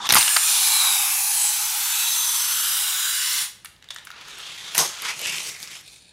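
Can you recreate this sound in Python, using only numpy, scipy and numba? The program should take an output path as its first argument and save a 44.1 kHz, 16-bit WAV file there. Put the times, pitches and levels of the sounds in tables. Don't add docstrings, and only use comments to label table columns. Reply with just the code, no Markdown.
import sys
import numpy as np
from scipy import signal
from scipy.fft import rfft, irfft
from scipy.io import wavfile
from scipy.ndimage import uniform_filter1d
from numba import njit

SR = 44100
rng = np.random.default_rng(int(sys.argv[2]) if len(sys.argv) > 2 else 0)


def gain_from_db(level_db):
    decades = np.asarray(level_db, float) / 20
    return 10 ** decades


def pcm_store(signal):
    levels = np.round(np.clip(np.atleast_2d(signal), -1, 1) * 32767)
    wavfile.write(sys.argv[1], SR, levels.astype(np.int16).T)


N = 270244


def rms_one(x):
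    return x / np.sqrt(np.mean(x ** 2) + 1e-20)


def in_time(rows):
    s, *columns = np.transpose(rows)
    return [np.interp(np.arange(N) / SR, s, c) for c in columns]


def at_hz(points, hz):
    points = np.array(points)
    return np.interp(np.log(hz), np.log(points[:, 0]), points[:, 1])


def drift(rate):
    r = np.exp(-80 * np.pi * rate / SR)
    white = rng.standard_normal(N // 40 + 2002)
    slow = signal.lfilter([1], [1, -2 * r, r * r], white)[2000:]
    return np.interp(np.arange(N) / 40, np.arange(len(slow)), rms_one(slow))


def cut(x, hz, kind, order=2):
    return signal.sosfilt(signal.butter(order, hz, kind, fs=SR, output="sos"), x)


def coloured(x, spectrum):
    hz = np.maximum(np.arange(N // 2 + 1) * SR / N, 1)
    return rms_one(irfft(rfft(x) * gain_from_db(at_hz(spectrum, hz)), N))


@njit
def resonance(x, hz, width_hz, rate):
    out, r = np.zeros(len(x)), np.exp(-np.pi * width_hz / rate)
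    for i in range(2, len(x)):
        drive = (1 - r * r) / 2 * (x[i] - x[i - 2])
        out[i] = drive + 2 * r * np.cos(2 * np.pi * hz[i] / rate) * out[i - 1] - r * r * out[i - 2]
    return out


def swells(x, rows, width_hz, width_share, top=2):
    t = np.arange(N) / SR
    for s, half_s, hz, slide, db in rows:
        near = abs(t - s) < 3 * half_s
        since = t[near] - s
        bell = gain_from_db(db) * np.exp(-(since / half_s) ** 2)
        gain = top * bell if top > 0 else top * np.minimum(bell, 1)
        x = x.copy()
        x[near] += gain * resonance(x[near], hz + slide * since, width_hz + width_share * hz, SR)
    return x


def friction(per_s, spread_db, grain_db, flutter_db):
    sizes = gain_from_db(spread_db * np.minimum(rng.exponential(1, N), 4)) * rng.choice([-1, 1], N)
    grains = rms_one(sizes * (rng.random(N) < per_s / SR))
    flutter = gain_from_db(flutter_db * (drift(36.0) + drift(90.0)))
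    return (rng.standard_normal(N) + gain_from_db(grain_db) * grains) * flutter


def patchy(x, patchy_db, width, length):
    cells = signal.stft(x, nperseg=1024)[2]
    field = rng.standard_normal(cells.shape)
    for size, axis in ((width, 0), (length, 1)) * 2:
        field = uniform_filter1d(field, size, axis=axis)
    return signal.istft(cells * gain_from_db(patchy_db * rms_one(field)), nperseg=1024)[1][:N]


def tilted(x, middle_db, low_db, top_db, edges_hz):
    hz, spectrum = np.arange(N // 2 + 1) * SR / N, rfft(x)
    low = irfft(spectrum / (1 + (hz / edges_hz[0]) ** 6), N)
    top = irfft(spectrum / (1 + (edges_hz[1] / (hz + 1)) ** 6), N)
    middle = x - low - top
    return gain_from_db(middle_db) * rms_one(middle) + gain_from_db(low_db) * rms_one(low) + gain_from_db(top_db) * rms_one(top)


def knocks(events, thud_db, ring_db, width_hz, thud_hz, low_hz=900.):
    out, t = np.zeros(N + 4096), np.arange(4096) / SR
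    whites = rng.standard_normal((len(events), 4096))
    for (s, peak_db, hz, snap_db, t60), white in zip(events, whites):
        burst = white * gain_from_db(-60 * t / max(t60, .002)) * np.minimum(t / .0002, 1)
        crack = cut(burst, [low_hz, 7000.], "band")
        crack = crack + gain_from_db(ring_db) * resonance(crack, np.full(len(t), float(hz)), width_hz, SR)
        snap = cut(burst, [7000, 12500], "band")
        thud = cut(white * gain_from_db(-60 * t / 0.038), [70., thud_hz], "band")
        parts = (crack, 0), (snap, snap_db), (thud, thud_db + 0.28 * snap_db)
        for part, rel_db in parts:
            out[round(s * SR):][:len(t)] += gain_from_db(peak_db + rel_db) * part / abs(part).max()
    return out[:N]


def still_air():
    # f/Hz, level/dB per Hz
    air_spectrum = [(15, -23), (25, 10.5), (131, 9.5), (190, 7), (270, -3), (475, -2), (709, -4), (927, -3),
                    (1180, -16), (1720, 0), (1960, -13), (2930, -1), (4870, -10), (10000, -20),
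                    (15000, -25)]
    return gain_from_db(-58.5) * coloured(rng.standard_normal(N), air_spectrum)


def grip():
    # t/s, level/dB, f/Hz
    creak = [
        (0, -52.5, 150),
        (.04, -46, 257),
        (.075, -52, 330),
        (.09, -72.5, 330),
    ]
    level_db, hz = in_time(creak)
    return gain_from_db(level_db) * rms_one(resonance(rng.standard_normal(N), hz, 120., SR))


def lift():
    # f/Hz, level/dB per Hz
    gears = [(450, -12), (760, -6), (1060, -7), (1520, -7.5), (1870, -10), (3830, -3.5), (4350, -5),
             (6000, -2.5), (6740, -2.5), (10300, 0), (14500, -3.5), (15700, -10), (16300, -24)]
    # t/s, half length/s, f/Hz,
    # slide/(Hz/s), level/dB
    tower_modes = [(0.06, 0.051, 3560, 31, 7.5), (0.164, 0.02, 960, 37, 7), (.85, .2, 1120, -100, -4.5),
                   (2.598, 0.24, 1490, 30, -10), (.3, 0.18, 2800, -30, -4), (0.334, 0.13, 1680, -29, 4.5),
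                   (0.627, 0.46, 2390, -200, -4.5), (0.58, 0.21, 4150, -150, -4),
                   (0.916, .17, 3810, -1200, 0.5), (1.1, 0.14, 2620, 198, -1),
                   (1.502, 0.17, 4030, -100, -11), (1.216, 0.21, 774, 33, -2.5), (1.64, 0.11, 836, 31, 2),
                   (2.072, 0.25, 3500, -300, 0.5), (2.297, 0.36, 3930, 53, -14),
                   (2.018, 0.15, 2620, 400, -1.5), (2.092, 0.31, 935, 100, -2), (2.6, 0.4, 3310, 51, -11.5),
                   (2.625, 0.24, 1390, 304, -6), (2.892, 0.31, 2920, 52, -2),
                   (3.041, 0.19, 3880, -100, -0.5), (3.19, 0.16, 2056, -100, -1.5),
                   (3.2, 0.26, 1500, 34, -5),
                   (.34, 0.22, 7330, -300, -4), (.34, 0.2, 9070, 296, -0.5), (.56, 0.12, 6370, 101, -6),
                  (.9, 0.31, 10350, 1501.5, -9.5), (1.3, 0.23, 5800, 96, -15), (1.35, 0.2, 9800, 3008, -5),
                  (1.45, 0.083, 7930, 53, 2), (2.22, 0.33, 6260, -500, -0.5), (2.67, 0.35, 7440, -500, -15),
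                  (3.45, .1, 9650, 51, -6)]
    # t/s, half length/s, f/Hz, slide/(Hz/s), depth/dB below full
    shadows = [(.95, 0.084, 4200, 50, -6), (1.25, .1, 2910, 50, -6), (0.547, 0.1, 6800, 1508, -7),
               (1.222, 0.21, 3460, 101, -5), (2.0, 0.2, 5120, 55, -9), (2.303, 0.35, 6660, 50, -0.5),
               (2.973, 0.16, 4400, -100, 3), (3.247, 0.27, 780, 50, 0)]
    # f/Hz, width/Hz, depth 0-1
    hollows = [(1830, 35, 0.5), (5240, 50, 0.1), (6420, 120, 0.5), (8280, 64, 0.9)]
    # t/s, level/dB, how far the gears face the microphone/dB
    press = [
        (0.0, -45.5, -61),
        (0.016, -39, -35.5),
        (0.068, -31, -36.5),
        (0.087, -49.5, -25.5),
    ]
    climb = [(0.1, -34, -21), (0.15, -29, -5), (0.159, -19.5, -3.5), (0.244, -26, -0.5), (0.4, -28, -1.5),
             (0.49, -22.5, -3.5), (0.69, -22, -3), (1.25, -26.5, -2.5), (2.6, -27, -1), (3.42, -24.5, -7.5)]
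    stop_s, stopped_db = 3.572, -51.5

    hiss = patchy(coloured(friction(2500., 3.8, -9.0, 0.28), gears), 1.9, width=6, length=17)
    hiss = swells(hiss, tower_modes, 70, .04)
    hiss = swells(hiss, shadows, 440, 0, top=-1.06)
    for hz, width_hz, depth in hollows:
        hiss = hiss - min(depth, 1) * resonance(hiss, np.full(N, float(hz)), float(width_hz), SR)
    hiss = cut(hiss, 745.0, "high", order=20) + gain_from_db(-25) * hiss

    t = np.arange(N) / SR
    level_db, facing_db = in_time(press + climb + [(stop_s, stopped_db, climb[-1][2])])
    body_db = level_db - 14 - 0.35 * facing_db - 1.5 * (t - 1)
    gear_top_db = level_db + 4.5 + facing_db
    running = np.clip((stop_s - t) / 0.13, 0, 1)
    return running * tilted(hiss, level_db, body_db, gear_top_db, (1500., 7000.))


def catch_release():
    # t/s, peak level/dB, ring f/Hz, snap above 7 kHz/dB relative, t60/s
    release = [(0.0555, -17, 3260, -23, 0.027), (0.069, -14.5, 3050, -10.5, 0.024),
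               (0.0905, -1, 5530, -7, 0.0064), (0.0965, -7, 5570, -13, 0.018),
               (0.0995, -5, 1940, -7, 0.013), (0.1055, 1, 3720, -14, .022), (0.113, -10, 3920, -9.5, 0.015),
               (0.1205, -15.5, 2500, -8.5, 0.02), (0.1225, 0.5, 6150, -1, 0.032),
               (0.125, 0.5, 5340, -4, 0.021), (0.1365, -3, 3360, -3, 0.023), (0.139, -7, 1930, -6, 0.028),
               (0.1455, -3.5, 4540, 8, 0.008), (0.1535, 2.5, 1300, -1, 0.018), (0.158, -10, 3320, -6, .03),
               (0.163, -3, 1560, -10.5, 0.02), (0.167, -1, 960, -17, 0.051), (.174, -12, 4500, -3, 0.025),
               (0.183, -4.5, 4700, -4, 0.0049)]
    settle = [(0.2095, -6.5, 4300, -8.5, 0.012), (0.218, -6.5, 2820, -2, 0.02),
              (0.228, -6, 3420, -6.5, 0.007), (0.279, -5, 2900, -14, 0.017), (0.291, -9, 2900, 1, 0.012),
              (0.3635, -4.5, 1090, -7, 0.027), (0.365, -4, 4560, 3, 0.013), (0.367, -0.5, 1190, -11, 0.016),
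              (.385, -19, 1110, -10, 0.013)]
    return knocks(release, -23, 6, 500.0, 450.0) + knocks(settle, -32.5, 13.0, 250.0, 670.0)


def floor_bumps():
    # t/s, peak level/dB, ring f/Hz, snap/dB relative, t60/s
    bumps = [
        (.1, -57, 900, -18, .02),
        (.123, -52, 900, -19, .02),
        (3.42, -59, 900, -18, .02),
        (4.7795, -58, 900, -14, .02),
    ]
    return knocks(bumps, 17.7, 0, 390.0, 178.0)


def track_joints():
    # t/s, peak level/dB, ring f/Hz, snap/dB relative, t60/s
    joints = [(3.6465, -28.5, 1540, 3, 0.048), (3.657, -23, 2050, -24, 0.016),
              (3.764, -39, 3700, -11, 0.0075),  (3.825, -32.5, 2900, -22, .0082),
              (3.842, -34, 1720, -19, 0.021), (3.8875, -27, 3500, -13, .012),
              (3.905, -18, 3500, -42, 0.047), (3.945, -32.5, 2860, 6.5, .009),
              (3.9615, -21, 1670, -33, 0.02), (3.985, -24, 3700, -25, 0.015), (4.05, -36, 3300, 4.5, .024),
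              (4.0705, -23.5, 1480, -18, 0.035), (4.1035, -23.5, 1360, -14, 0.018),
              (4.115, -26.5, 3840, -16, 0.0092), (4.211, -27.5, 3500, -11, 0.012),
              (4.284, -29, 1590, -6, 0.0084), (4.386, -27, 1460, -2, 0.0081)]
    return knocks(joints, -28, 8.9, 343.0, 770.0)


def car():
    # f/Hz, level/dB per Hz
    wheel_spectrum = [(88, -60), (150, 4.5), (249, -12), (309, -3.5), (466, -0.5), (514, -4), (601, -4.5),
                      (1530, -6.5), (2980, -5), (4160, -5), (6510, -3.5), (12700, -14.5), (16000, -29)]
    # t/s, half length/s, f/Hz, slide/(Hz/s), level/dB
    track_modes = [(5.485, 0.016, 470, 50, -2), (5.46, .04, 3300, 50, -9), (4.5, 0.12, 3300, -100, 0.5),
                   (4.7, 0.087, 3500, 56.5, -6), (4.81, 0.026, 730, -300, 0.5),
                   (4.82, 0.031, 1020, -300, -2), (5.13, 0.068, 850, -300, -9),
                   (5.1, 0.057, 2300, -900, -6.5), (5.31, 0.098, 2580, -300, 7),
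                   (5.58, 0.13, 2130, -200, 5), (5.76, 0.075, 3140, 300, -4), (5.22, 0.019, 560, 50, 3)]
    # t/s, level/dB
    descent = [(3.8, -53), (3.89, -58), (3.992, -51), (4.072, -51), (4.168, -43), (4.306, -40.5),
               (4.556, -39.5), (4.74, -39.5), (4.86, -87)]
    # t/s, level/dB, rise/s and fall/s for 20 dB, brightness/dB
    passes = [(4.795, -23.5, 0.043, 0.12, 4.5), (4.98, -37, 0.43, 0.28, -11), (5.087, -27, 0.16, 0.092, -7),
              (5.29, -35, 0.25, 0.34, 4.9), (5.488, -46.5, 0.18, .06, 13), (5.634, -54, 0.071, 0.033, 17.5),
              (5.76, -43.5, 0.34, 0.12, 1), (5.93, -56, 0.13, 0.16, 6)]

    t, (slope_db,) = np.arange(N) / SR, in_time(descent)
    pass_power, bright = np.zeros(N), np.zeros(N)
    for s, db, rise_s, fall_s, bright_db in passes:
        away = np.maximum((s - t) / rise_s, (t - s) / fall_s)
        power = gain_from_db(db - 20 * away ** 1.15) ** 2
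        pass_power += power
        bright += power * gain_from_db(bright_db) ** 2
    wheels_db = 10 * np.log10(gain_from_db(slope_db) ** 2 + pass_power)
    slope_top_db = slope_db - 8 + 3.6 * (slope_db + 40.5)
    top_db = 10 * np.log10(gain_from_db(slope_top_db) ** 2 + bright)
    rumble_db = 10 * np.log10(gain_from_db(slope_db - 18.5) ** 2 + gain_from_db(-16.5) ** 2 * bright)

    chatter = friction(2000., 3., -5., 1.)
    wheels = patchy(coloured(chatter, wheel_spectrum), 1.5, width=8, length=5)
    wheels = swells(wheels, track_modes, 0, 0.22)
    rolling = np.clip((t - 3.8) / 0.036, 0, 1)
    return rolling * tilted(wheels, wheels_db, rumble_db, top_db, (900., 4300.))


def loop_crash():
    # t/s, peak level/dB, ring f/Hz, snap/dB relative, t60/s
    crash = [
        (4.7215, -24, 2410, -12, .009),
        (4.7478, -13, 6250, -.5, .02),
        (4.7518, -9, 2600, 1.5, .008),
        (4.757, -17, 1710, -3, .05),
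        (4.7715, -13, 820, -4, .009),
        (4.7793, 0, 6220, 1, .014),
        (4.79, -2, 4430, 0, .012),
    ]
    return knocks(crash, -29, 9, 450.0, 630.0, low_hz=600.)


def dry_knocks():
    # t/s, peak level/dB, ring f/Hz, snap/dB relative, t60/s
    more_knocks = [(4.987, -25, 3380, -8, .006), (5.0205, -24, 9500, 4, .008), (5.243, -25, 9000, 0, .006),
                   (5.322, -22, 5200, 0, .006), (5.364, -26, 6800, 6, .006), (5.447, -24, 5200, -4, .005),
                   (5.492, -23, 6500, 0, .006), (5.633, -25, 5000, -8, .008), (5.7147, -25, 4610, -4, .005),
                   (5.7456, -29, 4800, -8, .008), (5.791, -33, 3600, -4, .006), (5.8115, -33, 3630, -4, .006),
                   (5.8628, -38, 3620, 0, 0.0052)]
    return knocks(more_knocks, -26, 5, 600.0, 590.0, low_hz=2200.)


def loop_knocks():
    # t/s, peak level/dB, ring f/Hz, snap/dB relative, t60/s
    loop = [(5.02, -19, 4890, 1, .012), (5.09, -20, 1900, -9, .02), (5.193, -21, 3830, 0, .0098),
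            (5.215, -19, 6300, 3, 0.012), (5.259, -12.5, 3160, -12, .009), (5.27, -20, 3360, 5, .009),
            (5.2975, -14, 6340, -6, .006), (5.357, -21, 3250, -10, .009), (5.383, -12.5, 5240, -12, 0.0068),
            (5.432, -26.5, 3360, 7, 0.0077), (5.473, -17, 6300, -2, 0.0068), (5.497, -22, 3680, -4, 0.015),
            (5.602, -24, 6750, 1, 0.005), (5.6283, -18, 4640, -3, 0.0043), (5.6745, -22, 5430, -14, 0.0082),
            (5.8773, -33, 6500, -3, .008), (5.9265, -45, 4400, 0, .009)]
    return knocks(loop, -26, 5, 600.0, 590.0, low_hz=2200.)


def spinning():
    # f/Hz, width/Hz, level/dB
    axles = [(2500, 260, -3.5), (3750, 330, 0), (4250, 260, -2), (7200, 900, -6), (9050, 380, -3)]
    # t/s, level/dB
    spin = [
        (5.7, -85),
        (5.86, -60),
        (6.0, -64.5),
        (6.13, -70),
    ]
    # t/s, peak level/dB
    wobbles = [(5.8782, -29), (5.882, -34), (5.897, -36), (5.926, -38), (5.9312, -35), (5.9412, -31),
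               (5.9591, -33), (5.98, -43), (6.005, -40), (6.021, -42), (6.038, -50), (6.055, -40),
               (6.066, -43), (6.0799, -43), (6.091, -46), (6.1103, -43)]

    t = np.arange(N) / SR
    level = gain_from_db(in_time(spin)[0])
    for s, db in wobbles:
        decay_db = -60 * np.maximum(t - s, 0) / 0.017
        level = level + gain_from_db(db - 17.5 + decay_db) * (t > s)
    rattle = level * friction(400., 2., -9., 1.5)
    bands = np.zeros(N)
    for hz, width_hz, db in axles:
        gain = gain_from_db(db) / np.sqrt(width_hz / SR)
        bands += gain * resonance(rattle, np.full(N, float(hz)), float(width_hz), SR)
    return cut(bands, [2100., 9700.], "band", order=5)


def room(x):
    # f/Hz, t60/s
    room_t60 = [(100, 0.22), (500, 0.5), (2000, 0.54), (6000, 0.46), (14000, 0.31)]
    hz, s, cells = signal.stft(rng.standard_normal(SR), SR, nperseg=512)
    decay = gain_from_db(-60 * s / at_hz(room_t60, hz + 1)[:, None])
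    tail = signal.istft(cells * decay, SR, nperseg=512)[1]
    tail = tail * np.clip((np.arange(len(tail)) / SR - .004) / 0.0028, 0, 1)
    return signal.fftconvolve(x, tail / np.sqrt(np.sum(tail ** 2)))[:N]


def scene():
    air, creak, hiss = still_air(), grip(), lift()
    near = catch_release()
    far = floor_bumps() + track_joints() + loop_crash() + loop_knocks()
    rolling = car() + spinning()
    wet = room(gain_from_db(-11.5) * hiss + gain_from_db(-13.5) * near + gain_from_db(-15.5) * rolling + gain_from_db(-6.5) * far)
    mono = hiss + rolling + near + far + wet + air + creak + dry_knocks()
    return np.array([mono, mono])


def thinned(x, chance_db, share):
    # f/Hz, level/dB
    thresholds = [(3000, -44), (5000, -18), (9000, -36), (12000, 0), (13500, -8.5), (15700, -5), (16000, 17)]
    hz, s, cells = signal.stft(x, SR, window="cosine", nperseg=2048)
    power = abs(cells) ** 2 + 1e-20
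    region, frame = uniform_filter1d(power, size=61, axis=0), power.mean(axis=0)
    valley_db = 10 * np.log10(uniform_filter1d(power, size=5, axis=0) / region)
    weak_db = 10 * np.log10(region / frame)
    luck = uniform_filter1d(rng.standard_normal(cells.shape), size=9, axis=0)
    luck = uniform_filter1d(luck, size=3, axis=1)
    salience_db = valley_db + share * weak_db + chance_db * rms_one(luck)
    kept = salience_db > at_hz(thresholds, hz + 1)[:, None]
    sudden = region[500] > gain_from_db(12) * np.roll(region[500], 1)
    return signal.istft(cells * (kept | sudden), SR, window="cosine", nperseg=2048)[1][:N]


def opposed_noise():
    # t/s, low f/Hz, high f/Hz, level/dB
    bursts = [(0.667, 15500, 15900, -35), (0.67, 4260, 5150, -33), (0.672, 9150, 10420, -27),
              (1.645, 5270, 6460, -37), (1.646, 10980, 12360, -36), (1.857, 5600, 6900, -35),
              (1.922, 5730, 6980, -31), (1.996, 7700, 8900, -34), (2.133, 4600, 5770, -36),
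              (2.599, 8870, 10200, -32), (2.6, 5600, 6900, -34), (2.713, 4610, 5660, -35),
              (2.726, 6300, 8900, -29), (2.738, 13010, 14510, -34), (2.832, 9560, 11000, -33)]
    side, window = np.zeros(N), np.sin(np.pi * np.arange(2048) / 2048)
    whites = rng.standard_normal((len(bursts), 2048))
    for (s, low_hz, high_hz, level_db), white in zip(bursts, whites):
        band = rms_one(cut(white, [low_hz, high_hz], "band", order=8))
        side[round(s * SR) - 1024:][:2048] += gain_from_db(level_db - 1.0) * window * band
    return side * [[1], [-1]]


def low_pass(x):
    return signal.sosfilt(signal.butter(12, 16480, fs=SR, output="sos"), x)


def record(dry):
    limited = np.tanh(cut(dry[0], 45., "high", order=4) / 1.12) * 0.98
    mix = thinned(limited, 7.5, 0.2) + opposed_noise()
    mix = cut(mix, 16300, "low", order=16)
    return low_pass(mix)


dry = scene()
out = record(dry)
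pcm_store(out)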